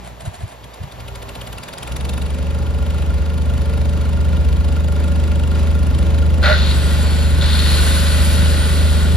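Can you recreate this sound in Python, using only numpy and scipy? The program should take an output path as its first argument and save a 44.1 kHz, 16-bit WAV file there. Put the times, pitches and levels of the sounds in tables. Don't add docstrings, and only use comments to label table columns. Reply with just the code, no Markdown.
import sys
import numpy as np
from scipy import signal
from scipy.fft import rfft, irfft, next_fast_len
from scipy.io import wavfile
from scipy.ndimage import map_coordinates

SR = 44100
rng = np.random.default_rng(int(sys.argv[2]) if len(sys.argv) > 2 else 0)


def field_ratio(decibels):
    return 10 ** (np.asarray(decibels, dtype=float) / 20)


def store_wav(level_fs):
    pcm = np.round(np.clip(np.atleast_2d(level_fs), -1, 1) * 32767)
    wavfile.write(sys.argv[1], SR, pcm.T.astype(np.int16))


N = 403956

# time_s, firings_per_s
SPEED = [
    (.55, 9.01),
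    (1.05, 12.763),
    (1.8, 21.294),
    (2.05, 23.516),
    (2.3, 24.025),
    (2.55, 25.222),
    (4.5, 25.288),
    (9.16, 25.611),
]
# on_s, off_s, engine_sag_firings_per_s
RUNS = [
    (6.428, 6.74, 1.296),
    (7.41, 7.81, .771),
]


def unit(x):
    return x / np.sqrt(np.mean(x ** 2) + 1e-20)


def along(points, hz):
    f, *cols = np.transpose(points)
    return np.squeeze([np.interp(np.log(hz + 1), np.log(f + 1), c) for c in cols])


def curves(rows):
    s, *cols = np.transpose(rows)
    return [np.interp(np.arange(N) / SR, s, c) for c in cols]


def since(s):
    return np.maximum(np.arange(N) / SR - s, 0)


def wobble(rate):
    step = np.arange(N // 32 + 2) * 32
    knots = rng.standard_normal(int(N * rate / SR) + 4)
    return np.interp(np.arange(N), step, map_coordinates(knots, [step * rate / SR]))


def filtered(x, response):
    m = next_fast_len(N + 8192)
    return irfft(rfft(x, m) * response(np.fft.rfftfreq(m, 1 / SR)), m)[..., :N]


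def noise(spectrum):
    return unit(filtered(rng.standard_normal(N), lambda hz: field_ratio(along(spectrum, hz))))


def mode(hz, width):
    return lambda f: 1j * f * width / (hz * hz - f * f + 1j * f * width)


def modes(table):
    return lambda f: sum((-1) ** k * field_ratio(db) * mode(c, w)(f) for k, (c, w, db) in enumerate(table))


def tone(hz, level):
    level_db = along(level, hz) + 3.0 * wobble(25)
    turns = np.cumsum(hz + 12 * wobble(40)) / SR
    return field_ratio(level_db) * np.sqrt(2) * np.sin(2 * np.pi * turns)


def firing_rate():
    lag_s, sag_s, recover_s = .025, .118, .24
    rate = curves(SPEED)[0]
    for on, off, depth in RUNS:
        pulled = 1 - np.exp(-np.minimum(since(on + lag_s), off - on) / sag_s)
        rate = rate - depth * pulled * np.exp(-since(off + lag_s) / recover_s)
    return rate


def engine_levels(rate):
    # time_s, knock_db
    fuel = [
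        (.5, -68),
        (.62, -48),
        (1, -47.5),
        (1.3, -41.5),
        (1.9, -40),
        (2.2, -37.5),
        (2.3, -46.5),
        (5, -44),
        (9.16, -42.5),
    ]
    knock_db = curves(fuel)[0]
    speed_db = 20 * np.log10(rate / SPEED[-1][1])
    roar_db = -32.5 + 0.42 * speed_db + 0.45 * np.maximum(knock_db - fuel[-2][1], -8)
    scrape_s, scrape_db, scrape_length_s = 5.58, 4, .05
    scrape = np.exp(-((np.arange(N) / SR - scrape_s) / scrape_length_s) ** 2)
    creep_db = 0.67 * since(2.8)
    fan_db = -45 + 0.54 * speed_db + creep_db + scrape_db * scrape
    catch_s, catch_db_per_s = 1.06, 63
    asleep_s = np.clip(catch_s - np.arange(N) / SR, 0, .45)
    boom_db = -1 + 0.48 * speed_db - catch_db_per_s * asleep_s
    return roar_db, knock_db, fan_db, boom_db


def exhaust(turns, rate):
    # multiple_of_firing_rate, rms_db
    orders = [(2, -25.5), (3, -14), (4, -39), (5, -40.5), (6, -31.5), (7, -31.5), (8, -37.5), (9, -36),
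              (10, -40.5), (11, -46), (13, -45), (15, -46.5), (16, -49), (17, -48), (18, -44.5), (20, -46),
              (22, -42.5), (23, -50)]
    slow = np.clip(1 - rate / 24, 0, 1)
    lumpy_db = 20 + 8 * wobble(11.8)
    boom = 0
    for k, db in orders:
        slow_db = lumpy_db if 3 < k < 8 else -30 if k < 8 else -90
        level_db = db + (0.37 + 0.12 * k) * wobble(6) + slow * slow_db
        boom = boom + field_ratio(level_db) * np.sqrt(2) * np.cos(2 * np.pi * k * (turns - .06) + .3 * k * k)
    return boom


def roar_and_fan(turns, roar_db, fan_db):
    # hz, level_db
    roar = [(30, -23), (60, 0), (125, 1), (250, -2.5), (400, -15), (560, -13.5), (800, -11), (1150, -16),
            (2000, -45.5)]
    # hz, level_db
    panels = [(400, 0), (560, -3), (800, -1), (1150, -8), (1400, -12), (1700, -9), (2800, -11.5),
              (4200, -16), (5700, -22), (7000, -19.5), (9000, -23.5), (11500, -25.5), (14000, -73),
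              (15800, -53)]
    throb = 1 + 0.23 * np.cos(2 * np.pi * (turns - .06)) + 0.39 * np.cos(6 * np.pi * (turns - .13))
    return field_ratio(roar_db) * throb * noise(roar) + field_ratio(fan_db + 8.5 + 0.99 * wobble(9)) * noise(panels)


def knocks(fired, luck):
    # hz, level_db
    knock_spectrum = [(500, -19), (1400, -5), (2800, 2), (4200, -2), (5700, -10.5), (7000, -5.5),
                      (9000, 0.5), (11500, -11.5), (14000, -20.5), (15800, -40)]
    span = np.arange(-512, 512)
    t = span / SR
    shape = np.exp(-(t / np.where(t < 0, .004, .0065)) ** 2)
    hz = np.fft.rfftfreq(len(t), 1 / SR)
    grid = np.meshgrid(np.arange(len(fired)), hz / 400, indexing="ij")
    colour = map_coordinates(luck[:, 6:], grid, order=1)
    burst = rfft(rng.standard_normal((len(fired), len(t))) * shape)
    burst = irfft(burst * field_ratio(along(knock_spectrum, hz) + 2.5 * colour))
    burst *= field_ratio(1.2 * luck[:, :1])
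    at = np.clip(fired[:, None] + span, 0, N - 1)
    return unit(np.bincount(at.ravel(), burst.ravel(), N))


def cover_rings(fired, luck, knock_db, boom_db):
    # hz, width_hz, level_db, lead_s
    cover = [
        (1405, 30, -44, 0),
        (558, 30, -44, 0),
        (2850, 110, -54, 0),
        (3650, 130, -56, .007),
        (4800, 130, -55, .008),
    ]
    blows = np.zeros((len(cover), N))
    blows[:, fired] = field_ratio(2.8 * luck[:, 1:1 + len(cover)].T)
    warm_db = np.minimum(np.arange(N) / SR - 5.6, 0)
    blows[0] = (blows[0] + .01 * rng.standard_normal(N)) * field_ratio(warm_db)
    rings = 0
    for blow, (c, w, db, lead) in zip(blows, cover):
        ring = filtered(blow, lambda f: mode(c, w)(f) * mode(c, 6 * w)(f) * np.exp(2j * np.pi * f * lead))
        rings = rings + field_ratio(db) * unit(ring) * (field_ratio(knock_db + 43.0) if lead else field_ratio(boom_db))
    return rings


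def engine():
    rate = firing_rate()
    turns = .172 + np.cumsum(rate) / SR
    roar_db, knock_db, fan_db, boom_db = engine_levels(rate)
    fired = np.flatnonzero(np.diff(np.floor(turns)))
    luck = rng.standard_normal((len(fired), 62))
    boom = field_ratio(boom_db) * exhaust(turns, rate)
    rings = cover_rings(fired, luck, knock_db, boom_db)
    return boom + rings + roar_and_fan(turns, roar_db, fan_db) + field_ratio(knock_db + 1.5) * knocks(fired, luck)


def compression_puffs():
    # start_s, peak_db, length_s
    crank = [
        (0.041, -34, 0.048),
        (0.199, -32, 0.028),
        (0.243, -32, 0.044),
        (0.337, -32, 0.03),
        (0.398, -34, 0.039),
        (0.476, -36, 0.035),
        (0.515, -35.5, 0.024),
    ]
    # hz, level_db
    puff_spectrum = [(60, 5.5), (200, 2), (400, -30), (700, -5.5), (1100, -22), (1500, -19.5),
                     (2200, -23.5), (4200, -25), (5700, -34), (8500, -19.5), (11500, -32.4), (14000, -68),
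                     (15800, -62)]
    t = np.arange(N) / SR
    push = sum(field_ratio(db) * np.exp(-np.abs((t - s - length / 2) / (length / 2)) ** 2)
               for s, db, length in crank)
    return field_ratio(6.0 + 2.5 * wobble(250)) * push * noise(puff_spectrum)


def starter_motor():
    t = np.arange(N) / SR
    rate = firing_rate()
    release_s, let_go_s = 1.63, .1
    fade_db = -25 * since(release_s - let_go_s) / let_go_s
    peak_rate, peak_db, width = 13.5, 18.7, 4
    off_peak = (rate - peak_rate) / np.where(rate < peak_rate, width / 2, 2 * width)
    tone_db = -63 + peak_db * np.exp(-np.abs(off_peak) ** 2) + fade_db
    brush_db = -65 + (rate - rate[0]) + fade_db
    rumble_db = -48.5 + fade_db
    pinion = field_ratio(tone_db + 2 * wobble(11.5)) * np.sqrt(2) * np.sin(2 * np.pi * 399 * t)
    hiss = field_ratio(brush_db) * noise([(10500, -40), (11700, 0), (12300, 0), (13300, -60)])
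    rumble = field_ratio(rumble_db + 19 + 8.7 * wobble(14.2)) * noise(
        [(30, -29), (60, 5), (95, 14.0), (150, 4), (300, -38.0), (3000, -55), (9000, -85)])
    return (t < release_s) * (pinion + hiss + rumble)


def spin():
    spin_up_s, coast_s = .236, 4.95
    speed, power = np.zeros(N), np.zeros(N)
    for on, off, _ in RUNS:
        start = speed[round(on * SR)]
        climb = 1 - (1 - start) * np.exp(-np.minimum(since(on), off - on) / spin_up_s)
        speed = np.where(since(on) > 0, climb * np.exp(-since(off) / coast_s), speed)
        power = power + (since(on) > 0) * field_ratio(-600 * since(off - .015))
    return speed, power


def grinder_gain(speed, power, free_db, free_power, pull_db, pull_power):
    away = field_ratio(-6 * since(8.85))
    free = field_ratio(free_db) * speed ** free_power
    return away * np.hypot(free, field_ratio(pull_db) * power * (1 - speed) ** pull_power)


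def start_jolts():
    jolt_db = [
        -17.5,
        -31.5,
    ]
    attack_s, hold_s, release_db_per_s = 0.027, 0.059, 210
    t = np.arange(N) / SR
    return sum((t > on) * field_ratio(db - release_db_per_s * since(on + attack_s + hold_s))
               * np.clip(0.37 + since(on) / attack_s, 0, 1) for (on, _, _), db in zip(RUNS, jolt_db))


def casing_and_guard(speed, power):
    # hz, width_hz, level_db
    casing_modes = [(1402, 55, -3.5), (1503, 70, -2.5), (1938, 99, -7)]
    # hz, level_db
    jolt_spectrum = [(400, -17), (600, -17), (830, 3), (1050, -8), (1300, 5), (1900, -3), (2300, -7),
                     (4000, -16), (5500, -40), (8000, -70)]
    guard_hz, guard_width_hz = 609, 22
    shake = np.hypot(grinder_gain(speed, power, -29.5, 2, -31, .9), start_jolts())
    rattle = field_ratio(1.2 * wobble(90)) * rng.standard_normal(N)
    casing = unit(filtered(rattle, lambda f: modes(casing_modes)(f) / (1 + (f / 8000) ** 2)))
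    guard = unit(filtered(rattle, mode(guard_hz, guard_width_hz))) + 1.15 * noise(jolt_spectrum)
    return field_ratio(-1.5) * shake * field_ratio(1.34 * wobble(22)) * casing + field_ratio(8.5) * shake ** 1.726 * guard


def gear_noise(speed, power, torque):
    # hz, level_db
    gear_spectrum = [(400, -24), (1000, -3.5), (2200, -5), (3000, -2), (4000, -0.5), (5000, -5),
                     (5800, -20.5), (7000, -10.5), (10000, -80), (14000, -60)]
    gears = unit((12.0 + power * torque) * noise(gear_spectrum))
    return field_ratio(-1.0) * grinder_gain(speed, power, -23.5, 2.5, -25.5, 0.5) * gears


def housing_chatter(speed, power, torque):
    # start_s, drop_below_centre_hz, climb_s, bite_db
    starts = [
        (6.428, 330, .9, 0),
        (7.41, 400, .14, 3),
    ]
    # hz, width_hz, level_db
    housing = [(3400, 70, -5), (3580, 60, 0), (3850, 60, -2), (4180, 60, 1), (4320, 60, 1), (4700, 80, -5)]
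    t = np.arange(N) / SR
    hz = 4200 - sum(drop_hz * (t > s) * np.exp(-since(s) / climb) for s, drop_hz, climb, _ in starts)
    bite = field_ratio(sum(db * (t > s) for s, _, _, db in starts) * power)
    rough = map_coordinates(rng.standard_normal(N // 45 + 4), [np.arange(N) / 45])
    chatter = unit(torque * rough) * np.sin(2 * np.pi * np.cumsum(hz) / SR)
    gain = grinder_gain(speed, power, -29, 6, -24, .3)
    return field_ratio(5) * filtered(chatter * bite * gain, modes(housing))


def disc_wind(speed, power):
    # hz, level_db
    disc = [(3000, -16.5), (5800, -14.5), (7000, -8.5), (8800, 0.5), (11000, -8.5), (13000, -19.5),
            (15800, -29)]
    gain = grinder_gain(speed, power, -36.5, 3.5, -50, 0.9)
    return gain * field_ratio(13.0 + 1.1 * wobble(30)) * noise(disc)


def whines(speed, power):
    # pitch_hz, rms_db
    whine_db = [(6500, -75), (7100, -43), (8100, -42), (8600, -31), (9100, -37), (10200, -35)]
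    # pitch_hz, rms_db
    mesh_db = [(4050, -70), (4200, -47), (4360, -40), (4460, -46), (4600, -75)]
    top_hz, mesh_ratio = 10800, .596
    mesh = tone(mesh_ratio * top_hz * speed, mesh_db)
    return field_ratio(-4 * power) * tone(top_hz * speed, whine_db) + (power < .01) * mesh


def bearing_cheeps():
    # time_s, pitch_hz, peak_db
    cheeps = [
        (7.025, 8900, -29),
        (7.11, 9000, -31),
        (7.165, 9500, -35),
        (7.31, 9200, -32),
        (7.385, 9000, -30),
    ]
    out = 0
    for s, pitch_hz, db in cheeps:
        t = np.arange(N) / SR - s
        out = out + field_ratio(db) * np.exp(-(t / 0.009) ** 2) * np.sin(2 * np.pi * t * (pitch_hz - 25000 * t))
    return out


def grinder():
    speed, power = spin()
    mains_turns = 4 * np.cumsum(firing_rate()) / SR
    torque = np.exp(1.7 * np.cos(2 * np.pi * mains_turns))
    body = casing_and_guard(speed, power) + gear_noise(speed, power, torque)
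    air = disc_wind(speed, power) + whines(speed, power) + bearing_cheeps()
    started = np.arange(N) / SR > RUNS[0][0]
    return started * (body + housing_chatter(speed, power, torque) + air)


def gusts():
    # time_s, peak_db, length_s
    thuds = [
        (8.4, -22, .06),
        (8.9, -27, .06),
        (9.14, -24, .05),
        (1.61, -27, .05),
        (7.36, -28, .07),
    ]
    t = np.arange(N) / SR
    swell = sum(field_ratio(db) * np.exp(-((t - s) / length) ** 2) for s, db, length in thuds)
    return swell * noise([(30, -14), (100, 10.0), (220, -1.5), (400, -40), (2000, -90)])


def far_machine():
    # pitch_hz, rms_db
    partials = [(60.5, -21.5), (121, -29.5), (181.5, -37), (242, -41.5), (302, -51.5)]
    # time_s, level_db
    hum_level = [
        (0, 2),
        (.25, -7),
        (.85, -8),
        (1, 2.5),
        (1.9, 0.5),
        (9.16, -6),
    ]
    t = np.arange(N) / SR
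    drift_s = np.cumsum(wobble(1.515)) / SR * 0.00288
    hum = sum(field_ratio(db + 3 * wobble(6)) * np.sqrt(2) * np.sin(2 * np.pi * hz * (t + drift_s))
              for hz, db in partials)
    return field_ratio(curves(hum_level)[0]) * hum


def scene():
    direct = engine() + compression_puffs() + starter_motor() + grinder() + gusts() + far_machine()
    t = np.arange(SR // 3) / SR
    walls = rng.standard_normal(len(t)) * field_ratio(-60 * t / .4)
    return np.array([direct, signal.fftconvolve(direct, walls / np.linalg.norm(walls))[:N]])


def top_cut(x):
    return signal.sosfilt(signal.butter(12, 15830, fs=SR, output="sos"), x)


def record(dry):
    # hz, left_lead_rad, left_minus_right_db, likeness
    port_table = [(250, -.9, 0, 1), (330, .3, -1.5, .9), (590, .3, -7, .9), (670, 2, -7, .85),
                  (820, 1.6, 2.5, .9), (1150, 1.1, -1, .8), (1400, .3, 3.5, .8), (2050, .3, -1, .6),
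                  (2800, .8, 3.5, .72), (5200, .85, 3, .82), (5900, -1.3, -2, .6), (7000, -1.9, 3.5, .85),
                  (8300, -3.1, 0, 1), (8900, -3.2, 0, 1), (10500, -4.3, 0, .8), (12700, -6.2, 0, .52)]

    def ports(hz):
        lead, balance_db, alike = along(port_table, hz)
        half = field_ratio(balance_db / 2) * np.exp(.5j * lead)
        turn = np.arccos(np.clip(alike, 0, 1)) / 2
        left = [half * np.cos(turn), half * np.sin(turn)]
        right = [np.cos(turn) / half, -np.sin(turn) / half]
        return np.array([left, right])

    pair = filtered(dry, ports).sum(axis=1)
    bass = filtered(pair, lambda hz: 1 / (1 + (hz / 400) ** 4))
    deep = filtered(pair, lambda hz: 1 / (1 + (hz / 75) ** 4))
    shut_db, opens_s, opened_db, settled_db, settle_s = -16, 1.907, -7, 1.5, 2.12
    opening = np.clip(since(opens_s - .017) / .035, 0, 1)
    settling_db = (opened_db - settled_db) * np.exp(-since(opens_s) / settle_s)
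    cut_db = shut_db + opening * (settled_db - shut_db + settling_db)
    pair = pair + (field_ratio(cut_db) - 1) * (bass - deep) + (field_ratio(1.24 * cut_db) - 1) * deep
    pair = filtered(np.tanh(pair / 1.344) * 1.445, lambda hz: hz < 15830)
    return top_cut(pair)


dry = scene()
out = record(dry)
store_wav(out)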